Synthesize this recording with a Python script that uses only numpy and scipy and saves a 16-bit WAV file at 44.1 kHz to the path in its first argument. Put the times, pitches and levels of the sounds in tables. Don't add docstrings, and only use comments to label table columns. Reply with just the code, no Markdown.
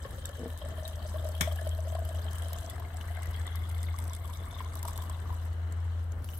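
import sys
import numpy as np
from scipy import signal
from scipy.fft import rfft, irfft, next_fast_len
from scipy.io import wavfile

SR = 44100
rng = np.random.default_rng(int(sys.argv[2]) if len(sys.argv) > 2 else 0)


def transcribe(signal):
    frames = np.atleast_2d(signal).T
    limited = np.clip(frames, -1, 1)
    pcm = np.round(limited * 32767).astype(np.int16)
    wavfile.write(sys.argv[1], SR, pcm)


N = 281799
TIME = np.arange(N) / SR
SHORT = np.arange(3000) / SR

# time in seconds, bubbling in dB, spray in dB.
STREAM_FLOW = [(0, -60, -59.5), (.55, -56.5, -60), (1.1, -58, -59.5), (1.47, -53, -55), (1.95, -60, -60),
               (2.48, -53, -56), (2.85, -57, -62), (3.15, -52, -62), (3.95, -58, -59.5),
               (4.35, -58.5, -60.5), (4.7, -58.5, -60.5), (4.95, -54.5, -60), (5.15, -55.5, -60),
               (5.45, -58.5, -64.5), (5.62, -61.5, -79), (5.85, -60.5, -71), (6.15, -64, -72.5),
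               (6.39, -83, -70)]
# time in seconds, pitch in Hz, strength in dB.
NECK_TONE = [(0, 538, -1), (.5, 585, 1), (.8, 630, 4), (1.3, 611, 4.5), (2, 648, 5), (2.3, 647, -2),
             (2.7, 687.7, 2), (3.2, 682, -6.5), (3.55, 688.7, -5), (6.39, 656, -14)]
# start and end
# in seconds, first and last pitch in Hz, width in Hz, strength in dB.
AIR_NOTES = [(-.5, 1.1, 1790, 1730, 90, 5.5), (1.1, 3.6, 1660, 1630, 120, 0),
             (-.5, 2.7, 3130, 3180, 120, 6), (.1, 1.3, 3850, 3700, 260, -1.5),
             (2.7, 4.8, 2080, 2160, 85, 8), (3.3, 5.2, 3430, 3480, 170, 6), (3.9, 5.5, 1050, 1000, 260, -2)]
# start in seconds, level in dB.
LOUD_GLUGS = [(.051, -31), (.619, -37), (.658, -35), (.782, -33), (.825, -33.5), (.851, -35),
              (1.051, -32.5), (1.157, -35), (1.24, -33), (1.252, -26), (1.291, -30.5), (1.474, -23.5),
              (1.521, -31.5), (1.616, -34), (1.668, -25.5), (1.731, -36.5), (1.788, -30), (1.872, -31),
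              (1.924, -31.5), (1.951, -24), (1.986, -29.5), (2.019, -32.5), (2.053, -38), (2.089, -33.5),
              (2.109, -35), (2.144, -33.5), (2.252, -37), (2.463, -37), (2.522, -36), (2.555, -39),
              (2.642, -34), (2.745, -41), (2.799, -37.5), (2.945, -36), (3.104, -37), (3.173, -36.5),
              (3.187, -35.5), (4.855, -36.5)]
# start in seconds, level in dB, pitch in Hz.
LOUD_PLINKS = [(0.048, -36.5, 1094), (.049, -35, 1745), (0.251, -34, 3680), (0.252, -37.5, 1620),
               (.617, -36, 3180), (.619, -39, 1086), (.852, -31, 3770), (1.159, -38, 1120),
               (1.185, -38, 3600), (1.35, -37, 3250), (1.514, -37, 3180), (1.588, -31.5, 1680),
               (1.713, -34.5, 3230), (1.966, -35, 1012), (2.284, -35, 3160), (2.398, -36, 1680),
               (2.42, -40, 3300), (2.693, -38, 3440), (2.798, -38.5, 989), (2.823, -36, 1054),
               (3.433, -45, 870), (3.467, -33.5, 1980), (3.476, -32.5, 3497), (3.557, -40, 2100),
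               (3.838, -37.5, 1980), (3.868, -38.5, 3634), (3.886, -34, 2153), (3.942, -33.5, 1117),
               (3.983, -38, 2090), (3.991, -39, 960), (4.107, -37.5, 1030), (4.135, -38, 3468),
               (4.248, -37, 1100), (4.293, -39.5, 983), (4.308, -37, 1050), (4.335, -39, 3650),
               (4.471, -37, 1180), (4.51, -40, 3490), (4.544, -38, 3600), (4.564, -41, 1111),
               (4.587, -35.5, 3450), (4.598, -33.5, 2144), (4.605, -26.5, 1015), (4.656, -38, 1030),
               (4.761, -36, 1074), (4.83, -40, 991), (4.85, -29.5, 928), (4.853, -35, 1190),
               (4.882, -30.5, 1100), (4.884, -41, 2250), (4.885, -45, 3520), (4.89, -38, 940),
               (4.958, -38.5, 3570), (4.964, -44, 1030), (4.987, -35, 1000), (5.019, -42, 1020),
               (5.036, -35.5, 1020), (5.097, -34, 1029), (5.256, -39, 1190), (5.304, -32, 975),
               (5.326, -37.5, 980)]
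# start in seconds, level in dB, pitch in Hz.
LOUD_DROPS = [(0.254, -28, 7560), (0.2903, -37, 7400), (0.574, -38.5, 8350), (0.8766, -32.5, 12400),
              (0.883, -43, 8200), (1.2873, -40.5, 7860), (1.522, -34.5, 12900), (1.528, -40, 8240),
              (1.5578, -36, 12700), (1.672, -36.5, 11100), (1.69, -35.5, 8050), (1.9513, -41.5, 7560),
              (2.0495, -38, 11500), (2.089, -38, 8260), (2.33, -38, 10200), (2.382, -35.5, 8440),
              (2.421, -39, 8400), (2.53, -30.5, 13070), (2.584, -35, 7400), (2.6973, -33, 11550),
              (2.702, -39, 8100), (2.968, -38.5, 7680), (3.22, -40, 7960), (3.23, -36, 8240),
              (3.256, -37.5, 12130), (3.466, -39.5, 7950), (3.555, -33, 12100), (3.692, -40, 10900),
              (3.829, -32, 8200), (3.986, -31.5, 10880), (4.0, -42, 8710), (4.022, -41, 7750),
              (4.039, -37.5, 11600), (4.0771, -39.5, 8530), (4.132, -33, 7590), (4.148, -33.5, 9560),
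              (4.275, -41, 11300), (4.7527, -32.5, 11080), (4.79, -40, 7760), (4.8276, -30, 13200),
              (4.851, -34, 11000), (4.876, -33.5, 8050), (4.881, -30.5, 12370), (4.9061, -43, 10900),
              (4.931, -39, 7790), (4.964, -41, 8690), (4.9752, -30.5, 11700), (5.0203, -35.5, 14400),
              (5.036, -41, 12100), (5.0954, -35, 8400), (5.326, -47, 11270), (5.722, -40, 7680),
              (6.1189, -44, 6900), (6.2424, -38.5, 10400), (6.301, -43, 14180)]
# time in seconds, churn in dB, spout hiss in dB.
CHURN_LEVELS = [(0, -62, -68), (1.1, -62, -68), (2, -60.5, -73), (2.35, -53, -62), (2.8, -62.5, -64),
                (3.2, -57, -63), (4, -57, -69), (4.2, -63, -75), (4.9, -56.5, -65), (5.35, -57, -63),
                (5.8, -53.5, -62.5), (6, -57, -60), (6.18, -63, -73), (6.39, -57, -65)]

# frequency in Hz, level in dB.
BUBBLE_COLOUR = [(200, -24), (450, -3), (800, -4.5), (1080, 5.5), (1400, -2), (1700, 2), (2000, -1.5),
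                 (2250, -7.5), (2480, -12), (2750, -5.5), (3050, -1.5), (3500, -6), (4100, -7),
                 (4700, -16.5), (8000, -51)]
SPRAY_COLOUR = [(2400, -22.5), (3700, 2), (4500, -7), (5100, -3), (5600, -8), (6100, 0.5), (6900, -6.5),
                (7900, 1), (9400, -8.5), (11400, -1), (12600, -4), (13800, -7), (15200, -4), (16000, -16.5)]
RIM_SPILL_COLOUR = [(1000, -19), (3000, 2), (4500, -5), (6000, -1), (7500, -7), (11000, 1.5), (14300, 5),
                    (16000, -3)]
DROP_SPLASH_COLOUR = [(800, -12), (1700, -6), (2500, -6), (3600, 0.5), (4500, -2), (5300, -1), (6900, -2),
                      (7900, -1), (9400, -5.5), (11400, 1.5), (13800, -5), (16000, -13)]
CHURN_BODY_COLOUR = [(300, -20), (700, -6), (1100, 0), (1600, -1), (2100, -4), (2500, -19.5), (5000, -42)]
SPOUT_HISS_COLOUR = [(1800, -24), (2500, -9.5), (3050, 0.5), (3600, -7.5), (4100, -4.5), (4700, -21),
                     (6000, -11), (7700, -12), (12000, -26)]

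# start in seconds, level in dB.
JUG_KNOCKS = [(0.396, -45), (0.404, -46.5), (0.416, -47), (.434, -40), (0.459, -39.5)]
PUMP_HITS = [(1.4088, 0.5), (1.411, 1), (1.42, -9.5)]
HANDLE_TICKS = [(3.0116, -38.5), (6.289, -42)]
# pitch in Hz, level in dB, seconds to fade by 60 dB.
JUG_WALL_NOTES = [(252.4, 2, 0.17), (340, 6, 0.044), (459, 8, 0.085), (636, -8.5, 0.21)]
IRON_NOTES = [(172, 11, .07), (245, 6, .06), (395, 1, .07), (968, -10, .1), (1415, -5, .07), (1665, 1, .13),
              (1820, -1, .08), (2088, 1, .15), (2258, 3, .13), (3222, -2, .14), (3431, -2, .2),
              (5430, -13, .1), (5550, -11, .1), (6490, -8, .1), (7470, -15, .1), (8860, -10, .12),
              (10950, -12, .08), (12500, -10, .07), (13260, -8, .07)]
HANDLE_NOTES = [(1020, -24, 0.025), (1605, -8.5, 0.043), (2880, -4.5, 0.023), (3010, 0, 0.026),
                (3430, -15, 0.056), (5950, -13, 0.019)]
# frequency in Hz, level in dB.
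CRACK_COLOUR = [(150, 10), (420, 3.5), (700, -9), (1000, 8.5), (1300, 2), (2200, 11), (2800, -3.5),
                (3400, 10.5), (4300, -10), (5500, 3.5), (7000, 0), (9500, -3.5), (13300, 1.5), (14200, -18),
                (16000, -11)]
ECHO_COLOUR = [(2500, 1.5), (6000, -1.5), (12000, -3)]

# time in seconds, firing rate in Hz, level in dB.
ENGINE_TONE = [(0, 81.45, -42.5), (.4, 80.9, -42), (.85, 81.16, -40), (1.25, 81.9, -32.5),
               (1.65, 82.2, -32), (2.45, 83.2, -34), (2.75, 81.83, -41), (3.15, 84, -34), (3.5, 83.27, -34),
               (3.85, 83.95, -31), (4.35, 83.9, -39.5), (4.75, 84.56, -37), (5.5, 83.47, -33),
               (5.8, 84.74, -31), (6.15, 83.8, -33.5), (6.39, 83.3, -40.5)]
# frequency in Hz, level in dB.
OPEN_AIR_COLOUR = [(15, -30), (30, -18), (42, -3), (70, 1), (95, -3), (125, -11), (180, -16), (330, -21),
                   (650, -21), (1000, -26), (1650, -27), (2100, -33), (2550, -42), (3050, -39), (3600, -48),
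                   (4900, -53), (16000, -54)]
# frequency in Hz, likeness from 0 to 1.
OPEN_AIR_LIKENESS = [(30, 0.98), (120, 0.98), (250, 0.92), (600, 0.52), (1500, 0.0099), (4000, 0.77)]
# frequency in Hz, change in dB.
RIGHT_SHADE = [(100, -2), (600, -3.5), (950, -2.5), (1300, -1.5), (1700, -5.5), (2100, -13), (2800, -3),
               (3500, -4), (5000, 0.5), (6000, -5), (7000, -4), (7800, 1.5), (10500, -1.5), (13000, -0.5)]


def bubbling(level_db, sizes=28):
    swarm = np.zeros((2, N))
    for hz in np.geomspace(400, 5000, sizes):
        ring = bubble(hz, fade_cycles=3.0, swell_cycles=0.51, glide=0.06)
        pop = convolve(ring, bounces(direct=1500 / hz, near_s=0.000097, tail_db=-9.0, tail_s=0.011))
        swarm += np.sqrt(hz) * evened(convolve(impacts(per_s=65, spread_db=4.2), pop))
    swarm = colour(swarm, BUBBLE_COLOUR)
    swarm *= amp(2.7 * wander(16, 80))
    neck_hz, neck_db = curves(NECK_TONE)
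    sloshing_hz = neck_hz * (1 + .016 * wander(3.2, 22))
    sharp_ring = amp(19.5 + neck_db) * resonate(swarm, sloshing_hz, width_hz=22.3)
    broad_ring = amp(10.5) * resonate(swarm, neck_hz, width_hz=120)
    return evened(jug_hollow(swarm) + sharp_ring + broad_ring) * amp(level_db + 3.5)


def glugs_and_plinks(bubbling_db):
    out = np.zeros((2, N))
    neck_hz, neck_db = curves(NECK_TONE)
    typical_hz, detune = 650, .018
    glugs = [(s, db, np.interp(s, TIME, neck_hz) * (1 + detune * rng.standard_normal()))
             for s, db in LOUD_GLUGS]
    for s, db, hz in glugs + LOUD_PLINKS + weak_glugs(neck_hz, neck_db) + weak_plinks(bubbling_db):
        length = 1 + .45 * rng.uniform(-1, 1)
        cycles = length * 4.2 * (hz / typical_hz) ** .45
        ring = bubble(hz, fade_cycles=cycles, swell_cycles=1.54, glide=.07 * rng.random())
        heard = convolve(ring, bounces(direct=1300 / hz, near_s=0.0042, tail_db=-17, tail_s=0.039))
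        heard = heard / abs(heard).max(1, keepdims=True)
        octaves_up = min(np.log2(hz / typical_hz), 1)
        splash = amp(-15 + 2 * octaves_up) * burst(BUBBLE_COLOUR, decay_s=0.008)
        add(out, s - .001, amp(db - 3.5) * (heard + splash))
    return out + amp(-11) * resonate(out, neck_hz, width_hz=59)


def weak_glugs(neck_hz, neck_db, per_s=20, spread_db=3):
    at = np.flatnonzero(rng.random(N) < per_s / SR)
    size, detune = rng.standard_normal((len(at), 2)).T
    db = -44.5 + neck_db[at] + spread_db * size
    return list(zip(at / SR, db, neck_hz[at] * (1 + .09 * detune)))


def weak_plinks(bubbling_db, per_s=20, spread_db=3):
    rows = []
    for start, end, first_hz, last_hz, _, note_db in AIR_NOTES:
        at = np.flatnonzero((rng.random(N) < per_s / SR) & (TIME > start) & (TIME < end))
        size, detune = rng.uniform(-1.4, 1, (len(at), 2)).T
        hz = np.interp(at / SR, [start, end], [first_hz, last_hz])
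        db = bubbling_db[at] + note_db + 5.5 + spread_db * size
        rows += zip(at / SR, db, hz * (1 + .05 * detune))
    return rows


def bubble(hz, fade_cycles, swell_cycles, glide):
    cycles = hz * SHORT
    loudness = (1 - np.exp(-(cycles / swell_cycles) ** 2)) * np.exp(-cycles / fade_cycles)
    rising_hz = hz * (1 + glide * np.tanh(cycles / fade_cycles / 2 - .5))
    return loudness / loudness.max() * np.sin(2 * np.pi * np.cumsum(rising_hz) / SR)


def jug_hollow(sound, fade_s=.3):
    out = sound
    for start, end, first_hz, last_hz, width_hz, db in AIR_NOTES:
        fade = np.clip(np.minimum(TIME - start, end - TIME) / fade_s, 0, 1)
        hz = np.interp(TIME, [start, end], [first_hz, last_hz])
        out = out + amp(db) * resonate(sound * fade, hz, width_hz)
    return out


def spray(level_db, spill_start_s=6.205, spill_rise_s=0.061):
    inside = droplets(per_s=45, shape=SPRAY_COLOUR)
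    spurts_db = 1.2 * wander(1.4, 3.1)
    spill = droplets(per_s=22, shape=RIM_SPILL_COLOUR)
    spill_fade = np.clip((TIME - spill_start_s) / spill_rise_s, 0, 1) ** 2
    return inside * amp(level_db + 2.0 + spurts_db) + spill * amp(-51) * spill_fade


def droplets(per_s, shape, sizes=26):
    fizz = np.zeros((2, N))
    for hz in np.linspace(3000, 15500, sizes):
        ring = bubble(hz, fade_cycles=4.9, swell_cycles=0.44, glide=0.15)
        ping = convolve(ring, bounces(direct=0.14, near_s=0.0017, tail_db=-3.0, tail_s=0.017))
        fizz += evened(convolve(impacts(per_s, spread_db=4.6), ping))
    return evened(colour(fizz, shape) * amp(1.7 * wander(14, 70)))


def drops(spray_db, per_s=26, range_db=11):
    out = np.zeros((2, N))
    for s, db, hz in LOUD_DROPS:
        add(out, s, drop(db, hz))
    pitches_hz = (6100, 7800, 8400, 11000, 12200)
    at = np.flatnonzero(rng.random(N) < per_s / SR)
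    for i, (weakness, pick, detune) in zip(at, rng.random((len(at), 3))):
        hz = pitches_hz[int(pick * len(pitches_hz))] * (1 + .1 * (detune - .5))
        add(out, i / SR, drop(spray_db[i] + 19.5 - range_db * weakness, hz))
    return out


def drop(db, hz, snap_delay_s=0.0017):
    path = bounces(direct=.6, near_s=.0012, tail_db=-20, tail_s=.008)
    snap = convolve(bubble(hz, fade_cycles=5.0, swell_cycles=0.11, glide=0.0057), path)
    snap = np.pad(snap, ((0, 0), (round(snap_delay_s * SR), 0)))[:, :len(SHORT)]
    snap /= abs(snap.mean(0)).max()
    splash = burst(DROP_SPLASH_COLOUR, decay_s=0.004) * np.minimum(SHORT / snap_delay_s, 1) ** 2
    return amp(db) * (amp(-1.5) * snap + amp(-6) * splash)


def churn():
    body_db, hiss_db = curves(CHURN_LEVELS)
    lumps = amp(2.8 * wander(14, 70))
    body = evened(jug_hollow(noise(CHURN_BODY_COLOUR, N))) * amp(body_db)
    hiss = evened(jug_hollow(noise(SPOUT_HISS_COLOUR, N))) * amp(hiss_db)
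    return body * lumps + hiss * np.sqrt(lumps)


def jug_knocks():
    out = np.zeros((2, N))
    for s, db in JUG_KNOCKS:
        add(out, s, amp(db) * struck(JUG_WALL_NOTES))
    return out


def pump_clack(crack_fade_s=0.027, echo_fade_s=0.26):
    out = np.zeros((2, N))
    t = TIME[:SR // 2]
    for s, db in PUMP_HITS:
        crack = evened(noise(CRACK_COLOUR, len(t)))
        echo = colour(crack, ECHO_COLOUR) * amp(-12.5 - 60 * t / echo_fade_s)
        add(out, s, amp(db - 23.5) * (crack * amp(-60 * t / crack_fade_s) + echo))
    hardest_s, _ = max(PUMP_HITS, key=lambda row: row[1])
    add(out, hardest_s, amp(-38.0) * struck(IRON_NOTES))
    return out * amp([[1.5], [-1.5]])


def handle_ticks():
    out = np.zeros((2, N))
    for s, db in HANDLE_TICKS:
        add(out, s, amp(db) * struck(HANDLE_NOTES))
        add(out, s, amp(db - 4) * burst(CRACK_COLOUR, decay_s=0.0036))
    return out


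def far_engine():
    hz, db = curves(ENGINE_TONE)
    strength = amp(db) + amp(-49) * wander(2.8, 15.3)
    return strength * np.sqrt(2) * np.sin(2 * np.pi * np.cumsum(hz) / SR)


def open_air():
    size = next_fast_len(N)
    hz = np.fft.rfftfreq(size, 1 / SR)
    left, other = rfft(rng.standard_normal((2, size)))
    likeness = np.clip(value_at(OPEN_AIR_LIKENESS, hz), -1, 1)
    right = likeness * left + np.sqrt(1 - likeness ** 2) * other
    spectrum = np.array([left, right]) * amp(value_at(OPEN_AIR_COLOUR, hz))
    wash = evened(irfft(spectrum, size)[:, :N])
    return amp(-44.0) * wash * amp(1.8 * wander(1.0, 6.8))


def bounces(direct, near_s, tail_db, tail_s):
    decay = np.exp(-SHORT / near_s) + amp(tail_db) * np.exp(-SHORT / tail_s)
    taps = rng.standard_normal((2, len(SHORT))) * decay / np.linalg.norm(decay)
    taps[0, 2] += direct
    taps[1, 0] += direct
    return taps / np.sqrt(1 + direct ** 2)


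def struck(notes):
    t = TIME[:SR // 2]
    return sum(amp(db - 60 * t / fade_s) * np.sin(2 * np.pi * hz * t) for hz, db, fade_s in notes)


def impacts(per_s, spread_db):
    at = rng.integers(0, N, rng.poisson(per_s * N / SR))
    signs = rng.choice([-1, 1], len(at))
    sizes = np.minimum(rng.exponential(1, len(at)), 4)
    train = np.zeros(N)
    train[at] = signs * amp(spread_db * sizes)
    return train


def burst(shape, decay_s):
    return evened(noise(shape, len(SHORT))) * np.exp(-SHORT / decay_s)


def noise(shape, samples):
    return colour(rng.standard_normal((2, samples)), shape)


def wander(lo_hz, hi_hz):
    size = next_fast_len(N)
    hz = np.fft.rfftfreq(size, 1 / SR)
    spectrum = rfft(rng.standard_normal(size)) * hz / (hz + lo_hz) / (1 + (hz / hi_hz) ** 2)
    return evened(irfft(spectrum, size)[:N])


def resonate(x, hz, width_hz):
    turn = np.exp(2j * np.pi * np.cumsum(hz) / SR)
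    decay = np.exp(-np.pi * width_hz / SR)
    return 2 * (turn * signal.lfilter([1 - decay], [1, -decay], x / turn)).real


def colour(x, shape, size=2048):
    hz = abs(np.fft.fftfreq(size, 1 / SR))
    log_gain = np.log(amp(value_at(shape, hz)))
    response = np.exp(np.conj(signal.hilbert(log_gain)))
    return convolve(x, np.fft.ifft(response).real[:size // 2])


def convolve(x, taps):
    return signal.oaconvolve(np.atleast_2d(x), np.atleast_2d(taps), axes=1)[:, :x.shape[-1]]


def value_at(table, hz):
    row_hz, value = np.transpose(table)
    return np.interp(np.log(hz + 1), np.log(row_hz + 1), value)


def curves(rows):
    s, *columns = np.transpose(rows)
    return [np.interp(TIME, s, column) for column in columns]


def add(mix, s, sound):
    part = mix[:, max(round(s * SR), 0):][:, :sound.shape[-1]]
    part += sound[..., :part.shape[1]]


def amp(db):
    return 10 ** (np.asarray(db) / 20)


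def evened(x):
    return x / np.sqrt(np.mean(x ** 2) + 1e-20)


def scene():
    bubbling_db, spray_db = curves(STREAM_FLOW)
    water = bubbling(bubbling_db) + churn() + spray(spray_db)
    water += glugs_and_plinks(bubbling_db) + drops(spray_db)
    return water + jug_knocks() + pump_clack() + handle_ticks() + far_engine() + open_air()


def record(dry, top_hz=15900):
    pair = np.vstack([dry[0], colour(dry[1], RIGHT_SHADE)])
    treble_cut = signal.firwin(511, top_hz, window=("kaiser", 9), fs=SR)
    return signal.oaconvolve(pair, treble_cut[None], "same")


dry = scene()
out = record(dry)
transcribe(out)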